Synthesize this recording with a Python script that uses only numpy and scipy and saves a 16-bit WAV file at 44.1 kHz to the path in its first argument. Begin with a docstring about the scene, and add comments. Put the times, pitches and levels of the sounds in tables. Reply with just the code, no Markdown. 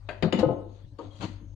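"""A motor hum and soft room air are heard first; then a plastic oil bottle is set down on a kitchen counter.
It ticks, thuds, rocks and settles; later a hand takes a pan, which knocks and grinds on its grate.
Thuds, ticks and knocks are sums of fading tones; cracks and rubbing are grains of shaped noise.
The hum is two wavering sines, the air is shaped noise, and a small tiled room adds a noisy tail."""
import sys
import numpy as np
from scipy import signal
from scipy.io import wavfile
from scipy.ndimage import uniform_filter1d

SR = 44100
rng = np.random.default_rng(int(sys.argv[2]) if len(sys.argv) > 2 else 0)


def volts_from_decibels(level):
    """Turn decibel levels (scalar or array-like) into linear amplitude factors."""
    exponent = np.asarray(level, float) / 20
    return 10 ** exponent


def log_audio(samples):
    """Write samples as a 16-bit WAV file to the path given in sys.argv[1]."""
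    # one column per channel
    frames = np.atleast_2d(samples).T
    # limit to full scale, then quantise
    limited = np.clip(frames, -1, 1)
    pcm = np.round(limited * 32767).astype(np.int16)
    wavfile.write(sys.argv[1], SR, pcm)


N = 68355
T = np.arange(N) / SR  # time in s

# Blows of the bottle on the counter: t/s, level/dB, contact/s, loudest f/Hz, spread/octaves
BOTTLE_THUDS = [(.2245, -24.5, 0.04, 325, 0.72), (.232, -15.5, 0.055, 175, 0.25),
                (.262, -33.5, 0.031, 660, 0.29), (.3245, -27.5, 0.018, 340, 1.15),
                (.334, -19, 0.023, 195, 0.21), (.384, -19.5, 0.035, 210, 0.056),
                (.388, -33, 0.085, 600, 0.66), (.427, -20, 0.035, 516, 0.14), (.426, -29, 0.033, 972, 0.58),
                (.427, -20.5, 0.17, 310, 0.087), (.451, -20, 0.032, 132, 0.32),
                (.482, -30, 0.055, 560, 0.79), (.49, -28, 0.042, 135, 0.35)]
# Tones of the counter: f/Hz, level/dB, time to fall 30 dB/s
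COUNTER_MODES = [(132.8, -4.5, 0.73), (165.9, -5, 0.25), (210, -2.5, 0.15), (245, 2.5, 0.11),
                 (314.9, -0.5, 0.19), (368.2, -3.5, 0.69), (436.2, -6.5, 0.96), (513.8, 4.5, 0.07),
                 (623.6, -5.5, 0.29), (703.5, -5, 0.33), (812.6, -4, 0.087), (868, -6.5, 0.47),
                 (1032.5, -2, 0.053), (1273, -2.5, 0.12), (1477, -8, .07)]


def bottle_thuds():
    """The bottle's weight makes the counter ring at its own pitches."""
    return blows(BOTTLE_THUDS, COUNTER_MODES, rise=0.0069) * sides(10)


# Small ticks of the bottle wall: t/s, level/dB, contact/s, loudest f/Hz, spread/octaves
WALL_TICKS = [(.088, -34.5, .03, 720, 0.89), (.0875, -40, .015, 1860, 0.52),
              (.2255, -39.5, 0.0094, 3500, 0.51), (.3255, -26, 0.0051, 3120, 0.1),
              (.3255, -27.5, 0.0037, 6900, .3)]
# Tones of the bottle wall: f/Hz, level/dB, time to fall 30 dB/s
WALL_MODES = [(329, -10.5, 0.16), (599, -7.5, 0.37), (690, -10, 0.25), (1608, -7.5, 0.41), (2094, -4, 0.15),
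              (2524, -1, 0.15), (2976, 0, 0.04), (4610, -5, 0.2), (6900, -8.5, 0.053)]


def wall_ticks():
    """The thin plastic wall buckles, so its tones are smeared more than those of the counter."""
    return blows(WALL_TICKS, WALL_MODES, rise=0.0054, smear=1.3, smear_hz=220) * sides(10.5)


# Dry cracks of the contacts: t/s, level/dB, time to fall 60 dB/s, tilt/dB per octave, rise/s
CONTACT_CRACKS = [(0.088, -37.5, 0.21, 0.5, 0.00098), (0.224, -25, 0.14, 0.76, 0.0029),
                  (.3245, -33.5, 0.11, 4, 0.0005), (0.389, -34.5, 0.11, 7.5, 0.0067),
                  (0.985, -54.5, 0.13, 6.5, 0.005), (1.207, -47.5, 0.28, 3.5, 0.0035),
                  (1.222, -41, 0.23, 5, 0.0077)]
# Colour of a crack before its tilt: f/Hz, relative level/dB per Hz
CRACK_COLOUR = [(59, -37), (100, -13.5), (294, -6.5), (588, -10), (1440, -15.5), (2080, -21), (2880, -24),
                (3500, -26), (4330, -24), (5760, -48.5), (7060, -43.5), (13000, -79.5)]
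SNAP_DB, SNAP_T60 = 6, 0.015  # the sharp first instant: dB above the body, s to fall 60 dB


def cracks():
    """Each contact gives a dying burst of grit, some brighter than others, with a sharp start."""
    out = np.zeros((2, N))
    for start, db, t60, tilt_db, rise in CONTACT_CRACKS:
        t = np.maximum(T - start, 0)
        onset = np.minimum(t / rise, 1)
        body = volts_from_decibels(-60 * t / t60)
        snap = volts_from_decibels(SNAP_DB - 60 * t / SNAP_T60)
        grit = noise(tilted(CRACK_COLOUR, tilt_db), patch_db=4.0, grainy=True)
        out += onset * volts_from_decibels(db) * (body + snap) * grit
    return out * sides(10)


# Knocks of the pan: t/s, level/dB, contact/s, loudest f/Hz, spread/octaves
PAN_KNOCKS = [(.987, -36.5, 0.032, 402, 0.49), (.988, -40, 0.028, 1085, 0.32),
              (1.197, -38, 0.028, 124, 0.53), (1.215, -43, 0.06, 630, 0.46), (1.224, -35, 0.027, 196, 1.35),
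              (1.249, -34.5, 0.0088, 195, 1.15), (1.28, -42.5, 0.055, 240, 0.61),
              (1.41, -50, 0.042, 230, 0.63)]
# Tones of the pan and grate: f/Hz, level/dB, time to fall 30 dB/s
PAN_MODES = [(116.6, -0.5, 0.19), (175, 3.5, 0.12), (227.6, 0, 0.13), (301.8, -3, 1), (338, -6.5, 0.33),
             (465, -3, 0.14), (542.6, 1, 0.065), (767, -8, 0.47), (932, -1, 0.1), (1121, 0, 0.036),
             (1237, 0.5, 0.07),]
PAN_SIDE_DB = 9  # left over right


def pan_knocks():
    """The pan strikes its grate, and both ring at their own pitches."""
    return blows(PAN_KNOCKS, PAN_MODES, rise=0.0055) * sides(PAN_SIDE_DB)


# Strokes of rubbing; the first row is a faint grainy noise bed at the start:
# start t/s, length/s, level/dB, tilt/dB per octave
BED_AND_RUBS = [(-.06, 0.42, -69.5, 0), (0.366, 0.066, -39, -1), (1.086, 0.29, -59, 3.5),
                (1.199, 0.071, -39.5, 0.36), (0.64, 0.23, -68, 0.5), (0.977, 0.12, -48.5, -3.5)]
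# Colour of the bed and the rubbing before the tilt: f/Hz, relative level/dB per Hz
RUB_COLOUR = [(180, -32.5), (300, 0), (392, -15.5), (919, -10.5), (1620, -25.5), (3050, -23), (4590, -23),
              (5130, -41), (6390, -29.5), (10800, -59.5), (13000, -83)]


def noise_bed_and_rubs():
    """The faint bed and each stroke of rubbing are dense runs of uneven grains that swell and fade."""
    out = np.zeros((2, N))
    for start, length, db, tilt_db in BED_AND_RUBS:
        grit = noise(tilted(RUB_COLOUR, tilt_db), patch_db=3.0, grainy=True)
        out += volts_from_decibels(db) * swell(start, length) * grit
    return out * sides(PAN_SIDE_DB)


# Squeaks of the handle joint: start t/s, length/s, f/Hz, level/dB
HANDLE_SQUEAKS = [(1.106, 0.02, 3240, -57.5), (1.13, 0.015, 3250, -61), (1.15, .02, 3250, -62)]


def squeaks():
    """The handle joint squeaks in short thin tones, roughened by slow noise."""
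    rough = 1 + 0.25 * flutter(1, width_hz=170)[0]
    out = np.zeros(N)
    for start, length, hz, db in HANDLE_SQUEAKS:
        tone = (rough * np.exp(2j * np.pi * hz * T)).real
        out += volts_from_decibels(db) * swell(start, length) * tone
    return out * sides(PAN_SIDE_DB)


# How long the room rings: f/Hz, time to fall 60 dB/s
ROOM_DECAY = [(100, 0.47), (300, 0.59), (700, 0.51), (1500, 0.49), (3000, 0.47), (8000, 0.15)]
SCATTER = 1.2  # strength of the random flutter that blurs the tones in the tail


def room(x):
    """Echoes return at random times and signs, and each pitch range dies at its own speed."""
    taps = np.zeros((2, SR))
    at = np.arange(200, SR - 20, 20) + rng.integers(0, 20, (2, (SR - 201) // 20))  # one per 20 samples
    np.put_along_axis(taps, at, rng.choice([-1., 1.], at.shape), 1)
    hz, t, (za, zb) = signal.stft(taps, SR, nperseg=512)
    t60 = read(ROOM_DECAY, hz)[:, None]
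    z = partly_alike(za, zb, hz) * volts_from_decibels(-60 * t / t60) / np.sqrt(t60)
    tail = signal.istft(z, SR, nperseg=512)[1]
    tail = tail / np.linalg.norm(tail[0])
    blurred = x * (1 + SCATTER * flutter(1, width_hz=94.0).real)
    return signal.fftconvolve(blurred, tail, axes=1)[:, :N] * sides(6)


# Level of the low motor tone: t/s, level/dB
LOW_HUM_LEVEL = [(0.0, -50.5), (0.213, -53), (0.254, -84.5), (0.619, -54.5), (1.181, -67), (1.342, -49)]
# Level of the high motor tone: t/s, level/dB
HIGH_HUM_LEVEL = [(0.0, -54.5), (0.063, -43), (0.124, -52.5), (0.261, -42), (0.309, -50), (0.486, -37.5),
                  (0.538, -66), (0.574, -44.5), (1.026, -58), (1.07, -42), (1.138, -53.5), (1.355, -42),
                  (1.416, -54.5), (1.503, -46), (1.55, -43)]
WAVER = 0.013  # rms share by which the pitch strays


def hum():
    """The motor gives two tones whose pitches waver and whose levels rise and fall."""
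    out = np.zeros(N)
    for hz, curve in (47.5, LOW_HUM_LEVEL), (98.95, HIGH_HUM_LEVEL):
        waves = [np.sin(2 * np.pi * (f * T + rng.random())) / np.sqrt(f) for f in np.geomspace(1, 12, 12)]
        drift = evened(sum(waves))
        phase = 2 * np.pi * np.cumsum(hz * (1 + WAVER * drift)) / SR
        level = volts_from_decibels(np.interp(T, *np.transpose(curve)))
        out += level * np.sqrt(2) * np.sin(phase)
    return out * sides(9)


AIR_SIDE_DB = 6.5  # left over right
# Colour of the room air: f/Hz, relative level/dB per Hz
AIR_COLOUR = [(12, -43.5), (25, -24), (48, -4), (70, -18), (102, -2), (170, -50), (608, -34.5),
              (660, -42.5), (2700, -54.5), (3540, -46.5), (6600, -62), (13000, -71)]


def air():
    """The air of the room is steady noise, coloured by pitch range, with drifting patches."""
    return volts_from_decibels(-52) * noise(AIR_COLOUR, patch_db=-5.5) * sides(AIR_SIDE_DB)


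# Narrow bands of appliance noise: f/Hz, width/Hz, level/dB
DRONE_BANDS = [(283, 36, -65), (560, 24, -70), (6450, 300, -81.5)]


def drones():
    """Appliance noise makes fuzzy narrow bands that come and go."""
    out = np.zeros((2, N))
    for hz, width, db in DRONE_BANDS:
        slow = flutter(2, width)
        slow[1] += slow[0]  # makes the right channel partly like the left
        slow *= abs(flutter(1, width_hz=6))
        out += volts_from_decibels(db) * (slow * np.exp(2j * np.pi * hz * T)).real
    return out * sides(AIR_SIDE_DB)


DAMPED_T60 = 0.02  # s for the added fall of 60 dB once the contact time is over
SKIRT_DB = -26  # least a blow drives a tone far from its loudest pitch
DETUNE = 0.016  # largest random share by which a tone is shifted at each blow


def blows(events, modes, rise, smear=0.3, smear_hz=50):
    """Each blow rings the tones near its loudest pitch; uneven contact smears them, then they are damped."""
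    hz, mode_db, t30 = np.transpose(modes)[:, :, None]
    rough = 1 + smear * flutter(len(modes), smear_hz)
    luck = rng.random((len(events), 2, len(modes), 1))
    ring = np.zeros(N)
    for (start, db, hold, top_hz, octaves), (shift, phase) in zip(events, luck):
        t = np.maximum(T - start, 0)
        strike_db = np.maximum(-6 * (np.log2(hz / top_hz) / octaves) ** 2, SKIRT_DB)
        fall_db = -30 * t / t30 - 60 * np.maximum(t - hold, 0) / DAMPED_T60
        turn = hz * (1 + DETUNE * (2 * shift - 1)) * t + phase
        tones = (rough * np.exp(2j * np.pi * turn)).real
        level = volts_from_decibels(db + mode_db + strike_db + fall_db)
        ring += np.minimum(t / rise, 1) * (level * tones).sum(0)
    return ring


GRAINS_PER_S, GRAIN_DB = 3500, 3  # in each channel; scale of the random extra level in dB


def noise(shape, patch_db, grainy=False):
    """Filters white noise or random clicks to a colour, with drifting patches, in two partly alike channels."""
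    size = (2, N + 2048)
    drive = rng.standard_normal(size)
    if grainy:
        extra_db = GRAIN_DB * np.minimum(rng.exponential(1, size), 3)
        clicks = np.sign(drive) * volts_from_decibels(extra_db) * (rng.random(size) < GRAINS_PER_S / SR)
        drive = 0.157 * drive + clicks
    za, zb = signal.stft(drive, nperseg=512)[2]
    hz = np.fft.rfftfreq(512, 1 / SR)
    patches = uniform_filter1d(rng.standard_normal(za.shape), size=6, axis=0)
    patches = evened(uniform_filter1d(patches, size=10, axis=1))
    z = partly_alike(za, zb, hz) * volts_from_decibels(read(shape, hz)[:, None] + patch_db * patches)
    return evened(signal.istft(z, nperseg=512)[1][:, 1024:N + 1024])


# Likeness of left and right: f/Hz, likeness/1 (1 = the same)
LIKENESS = [(60, 0.82), (180, 0.9), (510, 0.33), (1490, 0.23), (4350, 0), (12700, 0.1)]


def partly_alike(za, zb, hz):
    """Mixes two independent spectra so that mostly the bass is shared by both channels."""
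    same = np.clip(read(LIKENESS, hz), 0, 1)[:, None]
    return np.array([za, same * za + np.sqrt(1 - same ** 2) * zb])


def flutter(rows, width_hz):
    """Slow complex noise of rms 1: turns a tone into a narrow band."""
    r = np.exp(-np.pi * width_hz / SR)
    white = rng.standard_normal((rows, N)) + 1j * rng.standard_normal((rows, N))
    z = signal.lfilter([1], [1, -2 * r, r * r], white)
    return z / np.sqrt(np.mean(abs(z) ** 2))


def swell(start, length):
    """A half sine that rises from nothing and falls back."""
    return np.sin(np.pi * np.clip((T - start) / length, 0, 1))


def tilted(shape, tilt_db):
    """Makes a colour brighter or duller by so many dB per octave around 1000 Hz."""
    return [(hz, db + tilt_db * np.log2(hz / 1000)) for hz, db in shape]


def read(points, hz):
    """Reads a table on a log-frequency axis."""
    f, value = np.transpose(points)
    return np.interp(np.log(hz + 1), np.log(f + 1), value)


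def evened(x):
    """Scales to rms 1."""
    return x / np.sqrt(np.mean(x ** 2) + 1e-20)


def sides(db):
    """Gains of both channels for a left-over-right level in dB."""
    return volts_from_decibels([[db / 2], [-db / 2]])


def scene():
    """Adds the near sounds from the left, their room, the hum and the air."""
    near = bottle_thuds() + wall_ticks() + cracks() + squeaks() + noise_bed_and_rubs()
    knocks = pan_knocks()
    into_room = near + volts_from_decibels(-6) * knocks  # the pan's knocks have a fainter, less booming room tail
    tail = volts_from_decibels(-6) * room(into_room.mean(0))
    return near + knocks + tail + hum() + air() + drones()


def band_limit(x):
    """A steep low-pass at the top of the band."""
    return signal.sosfilt(signal.butter(12, 13290, fs=SR, output="sos"), x)


def record(dry):
    """Fades out the last 10 ms of the mix."""
    fade = np.minimum((N / SR - T) / 0.01, 1)
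    return band_limit(dry * fade)


dry = scene()
out = record(dry)
log_audio(out)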